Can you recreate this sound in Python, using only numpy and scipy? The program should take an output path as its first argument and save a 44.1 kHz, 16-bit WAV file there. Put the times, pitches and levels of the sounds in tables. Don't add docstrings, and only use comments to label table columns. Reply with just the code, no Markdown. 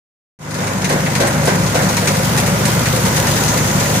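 import sys
import numpy as np
from scipy import signal
from scipy.fft import rfft, irfft, next_fast_len
from scipy.io import wavfile
from scipy.ndimage import uniform_filter1d, map_coordinates

SR = 44100
rng = np.random.default_rng(int(sys.argv[2]) if len(sys.argv) > 2 else 0)


def amplitude_ratio(level_db):
    exponent = np.asarray(level_db, float) / 20
    return 10 ** exponent


def bounce(signal):
    frames = np.transpose(np.atleast_2d(signal))
    limited = np.clip(frames, -1, 1)
    pcm = np.round(limited * 32767).astype(np.int16)
    wavfile.write(sys.argv[1], SR, pcm)


N = 176400
T = np.arange(N) / SR

# multiple of its firing rate, level/dB
STEADY_NOTES = [(1, -45.5), (2, -28.5), (3, -24.5), (4, -36.5), (5, -33), (6, -54.5), (7, -40)]
# t/s, firing rate f/Hz, throttle level/dB
LOAD = [(.4, 25.2, -3.5), (.6, 24.86, -7), (.85, 24.56, -3), (1.1, 25.32, -4), (1.45, 25.84, 2.5),
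        (1.52, 24.1, -13), (1.62, 21.62, 1.5), (1.72, 22.57, -2), (1.85, 24.53, -1.5), (2.05, 24.72, -9),
        (2.25, 23.51, 1), (2.55, 23.9, 0), (2.8, 23.8, 2), (4.0, 24.05, -1.9)]
# multiple of its firing rate, level/dB
LOADED_NOTES = [(2, -65), (3, -33.5), (4, -45), (5, -25), (6, -28), (7, -34.5), (8, -34.5), (9, -41.5),
                (10, -36)]
# f/Hz, level/dB
ROAR_COLOUR = [(24, -49), (40, -19), (104, -12.5), (160, -0.5), (300, -7.5), (900, -11.5), (2350, -21.5),
               (3300, -32.5), (7000, -70)]
# f/Hz, width/Hz, level/dB (level unused)
PANEL_RINGS = [(539, 65, 0), (974, 61, -3), (1414, 120, -3), (2036, 290, -3), (6500, 830, 0),
               (8800, 240, -4)]
# t/s, level/dB
TROUGH_DRUMMING = [(0.42, -44), (0.6, -28.5), (0.73, -23.5), (1.45, -31.5), (1.55, -18), (1.79, -33),
                   (1.83, -17.5), (2.07, -27), (2.84, -21.5), (2.94, -44), (3.05, -18.5), (3.13, -33.5),
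                   (3.81, -22), (3.85, -44), (4.0, -17)]
# f/Hz, level/dB
HISS_COLOUR = [(1000, -47), (2400, -1.5), (3190, -2.5), (4300, -3.5), (6560, -3.5), (7700, -6), (12000, -6),
               (15000, -6.5)]
# t/s, level/dB
FACING_CHAIN = [
    (.4, -6),
    (1.0, -4.5),
    (1.5, -4),
    (2.0, -3),
    (2.6, -2.5),
    (3.2, -1.5),
    (3.7, -2),
    (4.0, -1),
]
# t/s, peak level/dB, clank share/dB, brightness/dB, left over right/dB
LINK_SNAPS = [(0.5082, -22, -13, -11, 6), (0.5423, -18.5, -11, -14, 5), (0.6694, -17.5, -9, -11, 1.5),
              (0.8165, -21, -8, -14, 2.5), (0.844, -9, -10, -17, 3.5), (0.8914, -16, -9.5, -9, 1.0),
              (0.9244, -16, -16, -11, 1.0), (1.0604, -18.5, 0, -15, 1.0), (1.1179, -25, -12, -11, 2.0),
              (1.1514, -10, -8, -13, 5), (1.2027, -11, -14, -15, 1.5), (1.2717, -14, -10, -6.5, -1),
              (1.4536, -13.5, -19, -8, -4), (1.4764, -16, -8, -11, -2), (1.6629, -13, -14.5, -21, 4),
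              (1.7504, -11.5, -12, -19, 1.0), (1.8236, -13, -16, -20, 0.5), (1.8879, -10, -23, -18, 1.5),
              (1.9674, -14, -13, -14, 4.5), (1.9674, -9.5, -10, -13, 4), (2.0733, -4.5, -10, -14, 2),
              (2.1484, -14, -14, -13, 1.5), (2.3756, -7.5, -11, -12, 3), (2.4624, -13.5, -8.5, -11, 1.0),
              (2.6534, -8.5, -11, -11, -4), (2.857, -11, -8.5, -12, 3), (2.9599, -11.5, -13, -11, -0.5),
              (3.052, -11.5, -15, -12, 4), (3.1657, -8.5, -10, -14, 3), (3.2687, -8.5, -12, -14, 0.0),
              (3.3636, -12.5, -12, -19, 6), (3.4802, -11, -14, -19, 12), (3.5734, -11, -11, -17, 3.0),
              (3.699, -25, -20, -14.5, 5.5), (3.7994, -11, -14.5, -16, 7), (3.9494, -13.5, -9, -14, -2)]
# f/Hz, width/Hz, level/dB
LINK_STEEL = [(2050, 1200, 0), (3910, 480, 4), (6410, 1570, 4.5), (8600, 1400, 6), (12200, 1800, -5)]
# t/s, peak level/dB, rattle length/s
LOG_LANDINGS = [(0.897, -6.5, 0.04), (1.202, -6.5, 0.054), (1.473, -5.5, 0.02), (1.752, -10.5, 0.054),
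                (2.017, -17.5, 0.063), (2.201, -34, 0.044), (2.528, -36, 0.034), (2.93, -20, 0.033),
                (3.063, -17, 0.057), (3.36, -16, 0.063), (3.543, -25, 0.031)]
# f/Hz, width/Hz, level/dB
LOG_AND_TROUGH = [(280, 80, -3), (379, 42, 0), (529, 55, 3.5), (780, 140, -4.5), (1060, 95, -8),
                  (1540, 104, -7), (1920, 290, -12)]
# t/s, peak level/dB, ring f/Hz
WOOD_KNOCKS = [(0.558, -18, 401), (0.902, -3, 499), (0.959, -7, 493), (1.167, -18, 1064),
               (1.207, -7.5, 487), (1.388, -12, 557), (1.44, -15, 525.5), (1.478, -6, 492),
               (1.525, -13, 415), (1.663, -14, 1027), (1.74, -9, 670), (1.752, -5.5, 518),
               (1.863, -18, 435), (1.901, -9.5, 513), (1.968, -12, 939), (2.023, -7.5, 490),
               (2.104, -9.5, 532), (2.157, -9.5, 519), (2.196, -8.5, 527.5), (2.241, -16, 550),
               (2.359, -11, 843), (2.38, -10, 543.3), (2.431, -17, 560), (2.464, -14, 569),
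               (2.479, -14, 484), (2.531, -19, 543), (2.619, -14, 577), (2.659, -14, 575),
               (2.687, -19, 547), (2.805, -17, 498), (2.928, -7.5, 520), (2.976, -8, 477),
               (3.057, -11, 904), (3.177, -13, 538), (3.228, -19, 521), (3.279, -10, 570), (3.42, -12, 544),
               (3.516, -15, 602), (3.549, -17, 385), (3.562, -9.5, 500), (3.799, -18, 582),
               (3.841, -14, 576), (3.891, -12, 577), (3.943, -10.5, 735)]
# t/s, level/dB
OIL_PRESSURE = [
    (.4, -37.5),
    (1.6, -40.5),
    (2.0, -39),
    (2.6, -53),
    (3.2, -39),
    (3.5, -30.5),
    (3.75, -32),
    (4.0, -34),
]
# f/Hz, side over middle level/dB
STEREO_WIDTH = [(40, -13), (100, -30), (300, -20), (600, -12.5), (1200, -0.5), (2400, -1.5), (5000, 1.7),
                (15000, 0)]
# f/Hz, left over right level/dB
EAR_BALANCE = [(40, .9), (150, 1.7), (500, .9), (1200, -1.4), (2400, 1.1), (5000, 4.2), (9000, -4),
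               (14000, -.1)]
# t/s, level/dB
FADE_IN = [
    (.389, -27),
    (.42, -15.5),
    (.5, -9.5),
    (.62, -2),
    (.8, -3),
    (1.3, -0.7),
    (2.0, 0.4),
]

STEADY_HZ = 50.15


def unit(x):
    return x / np.sqrt(np.mean(x ** 2) + 1e-20)


def along(points, hz):
    f, v = np.transpose(points)
    return np.interp(np.log(hz + 1), np.log(f + 1), v)


def curves(rows):
    s, *cols = np.transpose(rows)
    return [np.interp(T, s, c) for c in cols]


def wobble(rate):
    return map_coordinates(rng.standard_normal(int(4 * rate) + 9), [T * rate])


def filtered(x, response):
    m = next_fast_len(N + SR // 2)
    return irfft(rfft(x, m) * response(np.fft.rfftfreq(m, 1 / SR)), m)[..., :N]


def rings(peaks):
    def response(f):
        total = 0
        for k, (centre, width, db) in enumerate(peaks):
            damping = 1j * f * width
            total = total + (-1) ** k * amplitude_ratio(db) * damping / (centre * centre - f * f + damping)
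        return total
    return response


def ringing_noise(centre_hz, width_hz):
    return unit(filtered(rng.standard_normal(N), lambda f: rings([(centre_hz, width_hz, 0)])(f) ** 2))


def wide(colour, patchy_db=0):
    z = signal.stft(rng.standard_normal((2, N)), nperseg=512)[2]
    patches = uniform_filter1d(rng.standard_normal(z.shape[1:]), 5, 0)
    patches = unit(uniform_filter1d(patches, 8, 1))
    pair = signal.istft(z * amplitude_ratio(patchy_db * patches), nperseg=512)[1][:, :N]
    spread = lambda f: np.array([np.ones_like(f), amplitude_ratio(along(STEREO_WIDTH, f))])
    mid, side = filtered(pair, lambda f: colour(f) * spread(f))
    return np.array([mid + side, mid - side]) / np.sqrt(np.mean(mid ** 2))


def near(colour):
    pair = wide(colour)
    mid, side = pair[0] + pair[1], amplitude_ratio(-3.5) * (pair[0] - pair[1])
    before = np.roll(mid + side, round(.00045 * SR))
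    after = np.roll(mid + side, round(-.0001 * SR))
    left = np.where(T < 2.95, before, after)
    pair = unit(np.array([left, mid - side]))
    return pair / np.sqrt(abs(uniform_filter1d(pair ** 2, size=100, axis=1)) + .2)


def orders(turns, table, shimmer_db, rate):
    total = 0
    for k, db in table:
        level = np.sqrt(2) * amplitude_ratio(db + shimmer_db * wobble(rate))
        phase = 2 * np.pi * (round(k) * turns + rng.random()) + 0.14 * wobble(rate)
        total = total + level * np.sin(phase)
    return total


def bursts(times, levels_db, hold, t60):
    power = np.zeros(N)
    for s, db, h in zip(times, levels_db, hold):
        age = T[round(s * SR):][:SR // 2] - s
        fall_db = 60 * np.clip(age - h, 0, None) / t60
        rise = np.clip(age / .0004, 0, 1)
        power[round(s * SR):][:SR // 2] += (amplitude_ratio(db - fall_db) * rise) ** 2
    return np.sqrt(power)


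def engine_notes(turns, throttle_db):
    steady = orders(STEADY_HZ * T, STEADY_NOTES, 0.97, 6)
    loaded = amplitude_ratio(throttle_db) * orders(turns, LOADED_NOTES, 0.8, 8)
    pump = orders(107 * T, [(1, -38)], 2.1, 4)
    return steady + loaded + pump


def trough_boom():
    boom = ringing_noise(186.7, 26)
    even = boom / np.sqrt(abs(uniform_filter1d(boom ** 2, 6000)) + 0.13)
    return amplitude_ratio(0.5 + curves(TROUGH_DRUMMING)[0] - curves(FADE_IN)[0]) * even


def casing_roar(turns):
    firing_db = .6 * np.cos(2 * np.pi * turns) + .5 * np.cos(2 * np.pi * STEADY_HZ * T)
    puffs = amplitude_ratio(firing_db + .7 * wobble(9) + .3 * wobble(40))
    panels = rings([(c, w, 0) for c, w, _ in PANEL_RINGS[:4]])
    colour = lambda f: amplitude_ratio(along(ROAR_COLOUR, f)) * (1 + abs(panels(f)))
    return amplitude_ratio(-20.5) * puffs * wide(colour, patchy_db=.8)


def engines():
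    hz, throttle_db = curves(LOAD)
    turns = np.cumsum(uniform_filter1d(hz, 2000)) / SR
    return engine_notes(turns, throttle_db) + trough_boom() + casing_roar(turns)


def chain_hiss():
    facing_db, = curves(FACING_CHAIN)
    ticks = (rng.random(N) < 90 / SR) * amplitude_ratio(3 * rng.standard_normal(N))
    ticks = filtered(ticks, lambda f: 1 / (1 + 2j * np.pi * f * .002))
    body = amplitude_ratio(0.15 * wobble(5.5) + 0.26 * wobble(35)) * (1 + 0.25 * unit(ticks))
    panels = rings([(c, w, 0) for c, w, _ in PANEL_RINGS[4:]])
    colour = lambda f: amplitude_ratio(along(HISS_COLOUR, f)) * (1 + amplitude_ratio(-9.5) * abs(panels(f)))
    hiss = body * wide(colour, patchy_db=0.9)
    air = filtered(hiss, lambda f: 1 / (1 + (10500 / (f + 1)) ** 8))
    return amplitude_ratio(-24 + facing_db) * (hiss - air + amplitude_ratio(1.34 * facing_db) * air)


def chain_links():
    s, db, clank_db, bright_db, pan_db = np.transpose(LINK_SNAPS)
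    db = db - curves(FADE_IN)[0][np.round(s * SR).astype(int)] - 15.5
    hold, t60 = np.full(len(s), 0.013), .095
    strike = 1 + bursts(s, np.full(len(s), -2), 0 * hold, 0.03)
    snap = 0
    for level_db, steel in ((db, LINK_STEEL[1:3]), (db + bright_db + 8.5, LINK_STEEL[3:])):
        sides = np.array([bursts(s, level_db + side * pan_db / 2, hold, t60) for side in (1, -1)])
        tail = bursts(s, level_db - 15, hold, 0.87)
        snap = snap + (sides + tail) * strike * near(rings(steel))
    clank = bursts(s, db + clank_db + 13.5, hold, t60)
    return snap + clank * near(lambda f: rings(LINK_STEEL[:1])(f) ** 2)


def logs():
    s, db, hold = np.transpose(LOG_LANDINGS)
    db = db - 8
    noise = wide(rings(LOG_AND_TROUGH))
    even = noise / np.sqrt(abs(uniform_filter1d(noise ** 2, 500, 1)) + 0.053)
    rattle = bursts(s, db, hold, 0.35) * even
    crack = bursts(s, db - 5.5, hold / 3, .22) * near(rings([(1710, 2600, 1), (6200, 5500, -1)]))
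    return rattle + crack


def wood_knocks():
    ring, age = np.zeros(N), T[:SR // 5]
    for at, knock_db, hz in WOOD_KNOCKS:
        tone = np.sin(2 * np.pi * hz * age) + amplitude_ratio(-5) * np.sin(2 * np.pi * 1.37 * hz * age)
        level = amplitude_ratio(knock_db - 7 - 60 * age / .13) * (1 - np.exp(-age / 0.0013))
        spot = ring[round(at * SR):][:len(age)]
        spot += (level * tone)[:len(spot)]
    return ring


def misfire_thump():
    return bursts([2.93], [-35], [.03], .15) * ringing_noise(90, 70)


def valve():
    whistle = wide(lambda f: rings([(6600, 1600, 0)])(f) ** 2, patchy_db=1.5)
    return amplitude_ratio(curves(OIL_PRESSURE)[0] + 0.6 * wobble(6.7)) * whistle


def scene():
    return engines() + chain_hiss() + chain_links() + logs() + wood_knocks() + misfire_thump() + valve()


def low_pass(x):
    return signal.sosfilt(signal.butter(12, 15730, fs=SR, output="sos"), x)


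def record(dry):
    half = np.array([[.5], [-.5]])

    def ears(f):
        lag_s = .00031 / (1 + (f / 1200) ** 4)
        balance = amplitude_ratio(half * along(EAR_BALANCE, f)) * np.exp(-2j * np.pi * f * lag_s * half)
        return balance * amplitude_ratio(-30 * np.clip(f - 15150, 0, None) / 1000)

    x = filtered(dry, ears) * amplitude_ratio(curves(FADE_IN)[0]) * (T > .389)
    return low_pass(x / (1 + abs(x) ** 6) ** (1 / 6))


dry = scene()
out = record(dry)
bounce(out)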